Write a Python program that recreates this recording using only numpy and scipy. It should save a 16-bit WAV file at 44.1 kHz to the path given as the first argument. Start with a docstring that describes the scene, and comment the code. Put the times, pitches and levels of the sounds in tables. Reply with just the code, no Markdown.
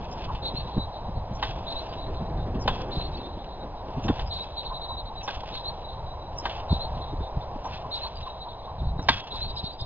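"""Bouncing on a garden trampoline

Someone bounces close to a small camera. The mat slaps at each landing and the steel springs jingle.
Their hooks chirp as the load changes and squeak in the rocking frame between landings.
Wind buffets the microphone over a dull outdoor hush, with faint, far yaps and one soft hum."""
import sys
import numpy as np
from scipy import signal
from scipy.fft import rfft, irfft, next_fast_len
from scipy.io import wavfile
from scipy.ndimage import uniform_filter1d, map_coordinates

SR = 44100
rng = np.random.default_rng(int(sys.argv[2]) if len(sys.argv) > 2 else 0)


def master_out(mix):
    """Clip the mix to full scale and print it as 16-bit PCM to the path in sys.argv[1]."""
    frames = np.transpose(np.atleast_2d(mix))
    ceiling = np.clip(frames, -1, 1)
    pcm = np.round(ceiling * 32767).astype(np.int16)
    wavfile.write(sys.argv[1], SR, pcm)


N = 434385
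T = np.arange(N) / SR

# Levels in all tables are relative; t60 is the time a sound takes to fade by 60 dB.
# The mat throws the jumper off: the springs shake and the hooks scrape, chirp, then whistle.
# t/s, shaking/dB, scrape/dB, scrape f/Hz, chirp/dB, wait for whistle/s, whistle/dB, whistle f/Hz
REBOUNDS = [(0.458, -57, -35.5, 3900, -53, 0.12, -37, 4330),
            (1.7, -51, -38, 3890, -56.5, 0.081, -36.5, 4070),
            (2.948, -52.5, -37.5, 3935, -50, 0.084, -37, 4300),
            (4.337, -56.5, -34, 3930, -51, 0.067, -39.5, 3920),
            (5.56, -61, -37, 3870, -60, 0.11, -36, 4240),
            (6.726, -63, -37, 3940, -52.5, 0.097, -36.5, 4220),
            (7.948, -54.5, -34.5, 3900, -47, 0.086, -36.5, 4270),
            (9.344, -54.5, -35.5, 3880, -50.5, 0.092, -34.5, 4270)]


def undb(db):
    """Turn decibels into a gain."""
    return 10 ** (np.asarray(db) / 20)


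def unit(x):
    """Scale to an average strength (rms) of 1."""
    return x / np.sqrt(np.mean(x ** 2) + 1e-20)


def curve(rows):
    """Join (t/s, value) points with straight lines."""
    return np.interp(T, *np.transpose(rows))


def add(out, s, x):
    """Mix x into out, starting at s seconds."""
    i = max(int(s * SR), 0)
    out[i:i + len(x)] += x[:max(N - i, 0)]


def colour(x, points):
    """Shape bass and treble along an outline of (f/Hz, level/dB) points."""
    hz, db = np.transpose(points)
    size = next_fast_len(len(x))
    f = np.maximum(np.fft.rfftfreq(size, 1 / SR), 1)
    gain = undb(np.interp(np.log(f), np.log(hz), db))
    return irfft(rfft(x, size) * gain, size)[:len(x)]


def noise(points):
    """Steady noise with the given tone colour."""
    return unit(colour(rng.standard_normal(N), points))


def resonate(x, modes):
    """Let x ring at each resonance: f/Hz, width/Hz, level/dB."""
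    return sum(undb(db) * signal.lfilter(*signal.iirpeak(hz, hz / width, SR), x)
               for hz, width, db in modes)


def walk(rate, size=N):
    """Wander smoothly by about 1 either way, taking `rate` random steps a second."""
    k = max(int(SR / rate), 1)
    steps = np.repeat(rng.standard_normal(size // k + 2), k)
    return 1.3 * uniform_filter1d(uniform_filter1d(steps, k), k)[:size]


def swell(half_s):
    """A position u running from -1 to 1 in twice half_s, and a bell-shaped loudness over it."""
    u = np.arange(-int(half_s * SR), int(half_s * SR)) / (half_s * SR)
    return u, np.cos(np.pi * u / 2) ** 2


def surge(s, db, rise_db_per_s, fall_db_per_s):
    """Power that builds up to a peak at time s and dies away."""
    return undb(db - rise_db_per_s * np.maximum(s - T, 0) - fall_db_per_s * np.maximum(T - s, 0)) ** 2


def fade(t, t60):
    """Die away by 60 dB every t60 seconds."""
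    return np.exp(-np.log(1000) * t / t60)


def tone(hz):
    """A pure note that follows a changing pitch."""
    return np.sqrt(2) * np.sin(2 * np.pi * np.cumsum(hz) / SR)


def scatter(x, t60, wet_db):
    """Add a short, blurred tail of echoes, as when sound runs round the frame."""
    t = T[:SR // 2]
    tail = rng.standard_normal(len(t)) * fade(t, t60)
    return x + undb(wet_db) * signal.fftconvolve(x, tail / np.sqrt(np.sum(tail ** 2)))[:N]


def catch(t, rise_s=.003):
    """Rise quickly from 0 to 1 as t passes zero."""
    return .5 + .5 * np.tanh(t / rise_s)


def slaps(rise_s=0.0032, hold_s=0.0061, folds_per_s=4000):
    """The body meets the tight fabric, whose folds tick one after another in a short crack."""
    # blows on the mat: t/s, level/dB, t60/s, tilt towards treble/dB
    blows = [(1.426, -23, 0.062, 0.5), (2.654, -29, 0.022, -18), (2.677, -18.5, 0.052, 0),
             (2.995, -35.5, .06, -5), (4.082, -26.5, 0.058, -1), (4.192, -33.5, 0.013, 1),
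             (5.277, -28.5, 0.063, 0), (5.433, -35.5, .03, -7), (6.453, -24, 0.071, 0),
             (7.647, -34.5, 0.23, -5), (8.991, -37.5, 0.031, -2.5), (9.086, -12, 0.043, 2)]
    # resonances of the mat: f/Hz, width/Hz, level/dB
    mat_modes = [(796, 54, 9.5), (970, 122, 13), (1390, 62, -25.5), (1537, 77, 5), (1810, 89, -10),
                 (2580, 480, -8.5), (3044, 100, -2), (3520, 74, 2.5), (4120, 260, -13.5)]
    out, t = np.zeros(N), T[:SR // 6]
    for s, db, t60, tilt in blows:
        envelope = np.minimum(0.13 + t / rise_s, 1) * fade(np.maximum(t - hold_s, 0), t60)
        folds = rng.choice([-1, 1], len(t)) * (rng.random(len(t)) < folds_per_s / SR)
        brightness = [(250, 3.5 - 2 * tilt), (750, -tilt), (4000, 5.3 * tilt), (7000, -16 + 2 * tilt)]
        crack = envelope * colour(resonate(folds, mat_modes), brightness)
        opening_rms = np.sqrt(np.mean(crack[:SR // 100] ** 2))
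        add(out, s, undb(db) * crack / opening_rms)
    return out


def twang(waver_hz=16):
    """A hard landing plucks the springs, which ring on after the slap."""
    # landings that pluck the springs: t/s, level/dB
    plucks = [(1.426, -46.5), (2.677, -41.5), (4.082, -48), (5.277, -47.5), (6.453, -52), (9.0861, -34.5)]
    # notes of a plucked spring: f/Hz, level/dB, t60/s
    notes = [(3322, 0, .55), (3475, 4, 0.17), (3595, 11, 0.1), (3105, 8, .07), (2680, -6, 0.3)]
    out, t = np.zeros(N), T[:2 * SR // 3]
    for s, pluck_db in plucks:
        for hz, db, t60 in notes:
            add(out, s, undb(pluck_db + db) * fade(t, t60) * tone(hz + waver_hz * walk(330, len(t))))
    return out


def shaking(lag_s=0.047):
    """How hard the springs shake: once as the mat sinks, and again as it comes back."""
    # the mat sinks under the jumper: peak t/s, level/dB, rise/(dB/s), fall/(dB/s)
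    landings = [(0.231, -49, 53, 63), (1.474, -43.5, 133, 116), (2.735, -45.5, 121, 98),
                (4.161, -45.5, 75, 101), (5.325, -43.5, 114, 57), (6.495, -45.5, 140, 87),
                (7.736, -44.5, 133, 155), (9.13, -41, 220, 116)]
    sink = sum(surge(*landing) for landing in landings)
    back = sum(surge(s + lag_s, db, rise_db_per_s=69, fall_db_per_s=34.5) for s, db, *_ in REBOUNDS)
    return np.sqrt(sink + back)


def springs(slap, ticks_per_s=2200, spread_db=3, ring_db=6, clink_db=-6, slap_db=-13):
    """Dozens of hooks tick against the frame in bunches; every tick and slap sets the coils ringing."""
    # tone colour of the rattling hooks: f/Hz, level/dB
    rattle_colour = [(400, -23), (1000, -1.5), (1600, 0.5), (2000, -5), (2600, -0.5), (3500, -0.5),
                     (4300, -3), (5000, -3.5), (6000, -9.5), (7500, -39)]
    # single hooks knocking on the frame: t/s, level/dB, time to fade to 37 percent/s
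    clinks = [(0.118, -48, 0.023), (0.221, -41, 0.023), (0.349, -40, 0.02), (0.555, -44, .03),
              (0.5988, -43.5, .02), (1.9248, -40, 0.015), (2.5462, -46.5, 0.018), (3.0066, -40, .018),
              (3.173, -43.5, .02), (3.4426, -39.5, .005), (3.979, -47, 0.015), (4.039, -39.5, .02),
              (4.632, -41, .015), (5.2107, -40.5, 0.018), (5.815, -48, 0.0146), (6.495, -33.5, .03),
              (6.5988, -40.5, 0.016), (6.9757, -43.5, .014), (7.725, -40, 0.023), (7.768, -44, .012),
              (8.1643, -47, .02), (8.2716, -43, 0.02)]
    # tone colour of one knock: f/Hz, level/dB
    clink_colour = [(400, -22), (1500, -3.5), (2000, -8), (2700, 1.5), (3500, -1), (4300, -3.5),
                    (5000, -8.5), (7500, -37.5)]
    # notes of the coils: f/Hz, level/dB, t60/s
    coils = [(2320, -7, .14), (2545, -6, .12), (2622, 2.5, .11), (2682, 0, .13), (2780, -3, .09),
             (2880, -1, .07), (3022, 1.5, .11), (3115, -2, .08), (3325, 2, .3), (3360, 1, .09),
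             (3460, 0, .15), (3595, 2, .15), (3665, -2, .08), (3937, -4, .1), (4200, -6, .1)]
    ticks = (rng.random(N) < ticks_per_s / SR) * rng.choice([-1, 1], N)
    ticks = ticks * undb(spread_db * rng.standard_normal(N))
    bunches = undb(2.8 * walk(130))
    unevenness = undb(1 + 2.5 * walk(35))
    rattle = unit(colour(ticks * bunches, rattle_colour)) * shaking() * unevenness
    t = T[:SR // 12]
    for s, db, decay_s in clinks:
        knock = unit(colour(rng.standard_normal(len(t)), clink_colour))
        add(rattle, s, undb(db + clink_db) * knock * np.exp(-t / decay_s))
    modes = [(hz, np.log(1000) / (np.pi * t60), db) for hz, db, t60 in coils]
    return rattle + undb(ring_db) * resonate(rattle + undb(slap_db) * slap, modes)


def squeak(hz, half_s, rough, climb_hz, grit, slip_hz=320, glide_hz=25, arch_hz=90):
    """Steel sticks and slips: an arching note, roughened by grit and side tones spaced by the slip rate."""
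    u, envelope = swell(half_s)
    below_pitch_hz = climb_hz / (1 + np.exp((u * half_s + .014) / .011))  # shrinks quickly to zero
    pitch = hz + glide_hz * u - arch_hz * u ** 2 - below_pitch_hz
    # the side tones stay inside the range in which the hook rings
    sides = [1, 2] if hz < 3720 else [-1, -2] if hz > 4100 else [-1, 1]
    tones = []
    for k in [0] + sides:
        bend_hz = (k > 0) * 110 * (envelope - np.pi / 4)  # upper tones rise and fall with the pressure
        jitter_hz = (47 * np.sqrt(rough) + 20 * abs(k)) * walk(450, len(u))
        flutter = unit(undb(1.6 * (2 + abs(k)) * walk(163.3, len(u))))
        tones.append(tone(pitch + k * slip_hz + bend_hz + jitter_hz) * flutter)
    centre, near, far = tones
    far = far * undb(-6 * (abs(sides[1]) - 1))
    # the hook catches at once on a pure note; the rough part follows 7 ms later
    since_s = (u + .56) * half_s
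    pure = np.sqrt(1 - rough) * centre * catch(since_s)
    harsh = np.sqrt(rough) * unit(near + far + undb(-4) * grit) * catch(since_s - .007)
    return envelope ** 0.75 * (pure + harsh)


def hooks(gain_db=-0.9, rub_db=-17.5, rub_lag_s=0.037):
    """The hooks scrape, whistle and rub on at each rebound, then squeak as the frame keeps rocking."""
    # one squeak for each swing of the frame: middle t/s, level/dB, f/Hz, half length/s, roughness/0-1
    swings = [(0.689, -54, 3960, 0.05, 0.4), (0.751, -50.5, 4020, 0.056, .6),
              (0.812, -43, 3930, 0.06, 0.23), (0.953, -48, 3980, 0.06, 0.25), (1.061, -57, 3890, 0.05, 0),
              (1.175, -54.5, 4030, 0.051, 0.2), (2.023, -47, 3950, 0.088, 0.25),
              (2.167, -53.5, 3870, 0.055, 0.74), (2.27, -59, 3900, .06, 0.14),
              (2.402, -54, 3630, 0.08, 0.3), (3.135, -50, 3910, 0.042, 0.15),
              (3.212, -48.5, 3970, 0.039, 0.2), (3.252, -44, 3615, .04, 0.15),
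              (3.32, -55.5, 3860, .07, 0.4), (3.41, -49.5, 3560, .04, 0.3), (3.51, -55, 3900, 0.09, 0.5),
              (3.615, -50.5, 3850, .04, 0.18), (3.788, -57, 3870, .05, 0.3),
              (4.588, -36.5, 3980, 0.052, 0.6), (4.669, -38, 4000, .055, 0.5),
              (4.752, -42, 3910, .055, 0.37), (4.836, -41, 3910, .055, 0.4),
              (4.912, -42.5, 3940, 0.062, 0.2), (4.99, -39.5, 3880, 0.041, 0.35),
              (5.073, -46, 3890, 0.043, .45), (5.178, -46.5, 3920, 0.054, 0.1),
              (5.852, -48, 3940, 0.027, 0.1), (5.905, -46, 3900, .052, 0.4), (5.979, -55.5, 3980, .045, 0),
              (6.089, -54.5, 3920, 0.093, 0), (6.237, -51.5, 3960, 0.072, 0), (6.955, -54, 4000, 0.033, .3),
              (7.03, -46.5, 3810, 0.059, 0.5), (7.099, -51.5, 3740, 0.044, 0.4),
              (7.237, -49, 3624, .075, 0.16), (7.422, -49, 3590, 0.036, .3), (8.23, -47, 3900, 0.022, 0.1),
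              (8.26, -47, 3580, 0.024, 0.15), (8.3, -48.5, 3820, 0.05, 0), (8.365, -56, 3780, 0.037, .15),
              (8.422, -45.5, 3920, .045, 0.24), (8.503, -47, 3600, 0.048, 0.4),
              (8.604, -53.5, 3950, 0.046, 0.16), (8.651, -49.5, 3570, 0.034, 0.1),
              (8.802, -52.5, 3620, 0.047, 0.43), (8.871, -54, 3920, .07, 0.27),
              (8.998, -48, 3860, 0.042, 0.16), (9.498, -38.5, 3890, 0.03, .15),
              (9.581, -34.5, 3900, .04, 0.4), (9.653, -37, 3960, .045, 0.67), (9.709, -41, 3970, .04, 0.3),
              (9.812, -39, 3647, 0.045, 0.47)]
    # resonances of a rubbed hook: f/Hz, width/Hz, level/dB
    hook_modes = [(3354, 110, -5), (3480, 140, -2), (3900, 200, 8), (3930, 220, -2)]
    rasp_colour = [(2000, -13), (3000, -5), (3400, 0.5), (4300, -2.5), (4600, -13.5), (7000, -24)]
    slips = rng.standard_normal(N) * undb(2.7 * walk(500))
    rasp = unit(colour(resonate(slips, hook_modes), rasp_colour))
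    scrape, whistle = (0.07, 0.66, 0), (0.058, 0.2, 340)  # half length/s, roughness/0-1, climb/Hz
    events = [(*swing, 0) for swing in swings]
    for s, _, scrape_db, scrape_hz, _, gap_s, whistle_db, whistle_hz in REBOUNDS:
        events += [(s, scrape_db, scrape_hz, *scrape), (s + gap_s, whistle_db, whistle_hz, *whistle)]
    out = np.zeros(N)
    for s, db, hz, half_s, rough, climb_hz in events:
        span = int((s - half_s) * SR) + np.arange(2 * int(half_s * SR))
        grit = np.take(rasp, span, mode="wrap")
        sound = squeak(hz, half_s, np.clip(rough, .04, .9), climb_hz, grit)
        add(out, s - half_s, undb(db + gain_db) * sound)
    rubbing = sum(surge(s + rub_lag_s, db + rub_db, rise_db_per_s=260, fall_db_per_s=15)
                  for s, _, db, *_ in REBOUNDS)
    out += rasp * np.sqrt(rubbing)
    return scatter(out, t60=0.09, wet_db=-7)  # the tube of the frame smears each squeak a little


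def chirps(half_s=0.039, rebound_lag_s=0.013, rebound_hz=4870, rebound_upper_db=-9):
    """A tight hook lets go with a scratchy falling chirp and a weaker high note."""
    # hook chirps, higher ones at each landing and lower ones among the squeaks afterwards:
    # middle t/s, level/dB, f/Hz, high note against the low/dB
    hook_chirps = [(0.125, -49, 5300, -10), (1.36, -49, 5480, -9), (1.91, -51, 4730, -21),
                   (2.621, -43, 5300, -10), (3.17, -45, 4410, -41), (4.05, -47, 5670, -9),
                   (4.28, -50, 5020, -17), (4.44, -53.5, 4900, -16), (5.25, -42, 5600, -13),
                   (5.62, -57, 4960, -17), (6.389, -38.5, 5490, -11), (7.66, -50.5, 5700, -13),
                   (8.171, -47, 4720, -21), (9.04, -48.5, 5300, -12), (9.505, -50, 4760, -21),
                   (9.58, -42.5, 4950, -15), (9.65, -48, 4870, -19.5), (9.735, -51, 4740, -18),
                   (9.808, -42, 4900, -19)]
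    on_rebounds = [(s + rebound_lag_s, db, rebound_hz, rebound_upper_db)
                   for s, _, _, _, db, *_ in REBOUNDS]
    out = np.zeros(N)
    u, envelope = swell(half_s)
    for s, db, hz, upper_db in hook_chirps + on_rebounds:
        # the higher hook, which chirps before a landing, slides further
        fall_hz, jitter_hz, upper_hz = (495, 210, 6500) if hz > 5100 else (115.5, 49, 7150)
        lower = tone(hz - fall_hz * u + jitter_hz * walk(700, len(u)))
        upper = tone(upper_hz + .5 * fall_hz * u + jitter_hz * walk(900, len(u)))
        flutter = unit(undb(4 * walk(250, len(u))))
        add(out, s - half_s, undb(db) * envelope ** 1.4 * flutter * (lower + undb(upper_db) * upper))
    return scatter(out, t60=0.2, wet_db=-13)


def wind(buffet_db=3, eddy_db=2, puff_db=-5):
    """Air flows over the microphone: a buffeting rumble, finer swirls (eddies) and sudden puffs."""
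    # strength of the rumble and of the eddies: t/s, level/dB
    rumble_levels = [(0.0, -42), (0.55, -34.5), (0.63, -41.5), (0.78, -31.5), (0.83, -37), (0.96, -47),
                     (1.04, -33.5), (1.95, -43.5), (2.13, -32), (2.27, -30), (2.63, -32.5), (3.81, -44),
                     (4.09, -27), (4.61, -53.5), (4.66, -33.5), (4.77, -43.5), (6.67, -40), (6.72, -22.5),
                     (6.78, -39.5), (6.99, -29), (7.05, -41), (7.21, -33), (7.32, -46), (7.38, -30),
                     (7.43, -39.5), (8.12, -45), (8.2, -32.5), (8.29, -51), (8.75, -45.5), (8.8, -30.5),
                     (9.08, -35.5), (9.3, -49), (9.46, -31), (9.49, -39.5), (9.79, -48), (9.85, -33)]
    eddy_levels = [(0.0, -46), (1.1, -53), (2.14, -45), (2.85, -36.5), (3.35, -49), (3.59, -50.5),
                   (4.03, -50.5), (4.5, -54), (7.93, -55), (8.42, -63), (9.0, -48.5), (9.85, -59)]
    # tone colour of the rumble and of the eddies: f/Hz, level/dB
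    rumble_colour = [(8, -9.5), (25, 0.5), (50, -1.5), (100, -4.5), (160, -11.5), (260, -30.5),
                     (600, -44.5), (2000, -77)]
    eddy_colour = [(60, -7), (160, -1.5), (300, -2), (500, -3.5), (900, -18.5), (1400, -21), (3000, -38.5),
                   (7000, -56.5)]
    # puffs of air: middle t/s, level/dB, half length/s, centre f/Hz
    puffs = [(0.345, -24.5, 0.025, 65), (0.546, -28.5, .016, 130), (0.588, -32.5, .014, 140),
             (0.781, -20.5, 0.03, 165), (1.093, -30.5, .022, 150), (1.171, -24, 0.022, 145),
             (1.318, -29.5, 0.04, 150), (2.13, -27, .035, 75), (2.22, -26, 0.035, 150),
             (2.559, -27, 0.037, 234), (2.978, -23, 0.024, 110), (3.374, -35, 0.014, 216),
             (3.983, -27, 0.039, 150), (4.066, -27, 0.051, 220), (4.102, -17, .022, 237),
             (5.044, -36, .04, 55), (5.378, -33, .035, 70), (6.726, -19.5, 0.026, 160),
             (6.973, -30, .014, 130), (7.004, -29.5, 0.014, 140), (7.136, -30.5, 0.02, 192),
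             (7.21, -28, .025, 170), (7.375, -22, 0.02, 131), (7.562, -31, 0.014, 196),
             (8.822, -32, 0.029, 146), (8.889, -34.5, 0.018, 130), (8.995, -27.5, 0.014, 192),
             (9.097, -27, 0.023, 228), (9.638, -27, 0.0161, 140), (9.82, -29, .028, 85)]
    # tone colour of a puff: multiple of its centre frequency, level/dB
    puff_colour = [(.15, -8.5), (.45, 3), (1, 1), (1.8, -8), (3, -21.5), (5, -24), (11, -45.5), (35, -65.5)]
    out = noise(rumble_colour) * undb(curve(rumble_levels) + buffet_db * walk(18))
    out += noise(eddy_colour) * undb(curve(eddy_levels) + eddy_db + 3.36 * walk(45))
    for s, db, half_s, centre_hz in puffs:
        u, envelope = swell(half_s)
        outline = [(ratio * centre_hz, level) for ratio, level in puff_colour]
        air = colour(rng.standard_normal(len(u)), outline)
        add(out, s - half_s, undb(db + puff_db) * unit(air * envelope ** 2))
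    return out


def yaps(half_s=0.043, arch_hz=260, hoarse_hz=90, gain_db=-2, third_db=-16):
    """Hoarse calls that rise and fall; only their second and third harmonics carry over the gardens."""
    # far yaps: middle t/s, level/dB, second harmonic f/Hz, fall per half length/Hz
    calls = [(0.304, -30, 931, 219), (4.718, -31.5, 1000, 40), (4.912, -33, 940, 70.4),
             (5.112, -38.5, 920, 70), (7.66, -33.5, 924, 70), (7.857, -35.5, 980, 69.6),
             (8.058, -34, 920, 69.6), (8.272, -34.5, 952, 70.7), (8.476, -35, 993, 200),
             (8.686, -38, 945, 70.4), (9.348, -37.5, 945, 69), (9.551, -42.5, 950, 70.4)]
    out = np.zeros(N)
    u, envelope = swell(half_s)
    for s, db, hz, fall_hz in calls:
        second_hz = hz - fall_hz * u - arch_hz * u ** 2 + hoarse_hz * walk(500, len(u))
        voice = tone(second_hz) + undb(third_db) * tone(1.5 * second_hz)
        add(out, s - half_s, undb(db + gain_db) * envelope ** 2 * voice)
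    return colour(scatter(out, t60=0.33, wet_db=-6), [(1080, -0.5), (1300, -3), (2000, -24)])


def hum(middle_s=1.8, half_s=.9, hz=658, waver_hz=14, db=-46):
    """A faint, wavering hum swells once in the distance."""
    out = np.zeros(N)
    u, envelope = swell(half_s)
    add(out, middle_s - half_s, undb(db) * envelope * tone(hz + waver_hz * walk(60, len(u))))
    return out


def hush(gain_db=3):
    """Distant outdoor noise slowly rises and falls."""
    # strength of the hush: t/s, level/dB
    levels = [(0.0, -41), (2.91, -40.5), (3.54, -43.5), (4.17, -39), (4.28, -43), (6.28, -41.5),
              (6.56, -39), (7.57, -40.5), (8.23, -42.5), (9.85, -45.5)]
    # its dull tone colour: f/Hz, level/dB
    hush_colour = [(60, 5), (250, -13.5), (400, -8), (520, -2.5), (660, 1.5), (820, 2), (1020, -1),
                   (1150, -10.5), (1320, -17.5), (2000, -26), (3000, -26.5), (4200, -30), (5500, -29.5),
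                   (7500, -60.5)]
    return noise(hush_colour) * undb(curve(levels) + gain_db + 0.51 * walk(10))


def scene(left_lag_s=8.4e-5):
    """Everything reaches one microphone; the left channel runs a hair behind the right."""
    slap = slaps()
    trampoline = scatter(slap, t60=0.24, wet_db=-12) + twang() + springs(slap) + hooks() + chirps()
    right = trampoline + wind() + yaps() + hum() + hush()
    left = map_coordinates(right, [np.arange(N) - left_lag_s * SR], order=3, mode="nearest")
    return np.array([left, right])


def record(dry, ceiling=.85, treble_hz=6500, top_hz=7500):
    """The loudest slap is gently rounded, the treble softened and the very top cut off."""
    rounded = ceiling * np.tanh(dry / ceiling)
    soft = signal.sosfilt(signal.butter(6, treble_hz, fs=SR, output="sos"), rounded)
    return signal.sosfilt(signal.ellip(8, .2, 70, top_hz, fs=SR, output="sos"), soft)


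dry = scene()
out = record(dry)
master_out(out)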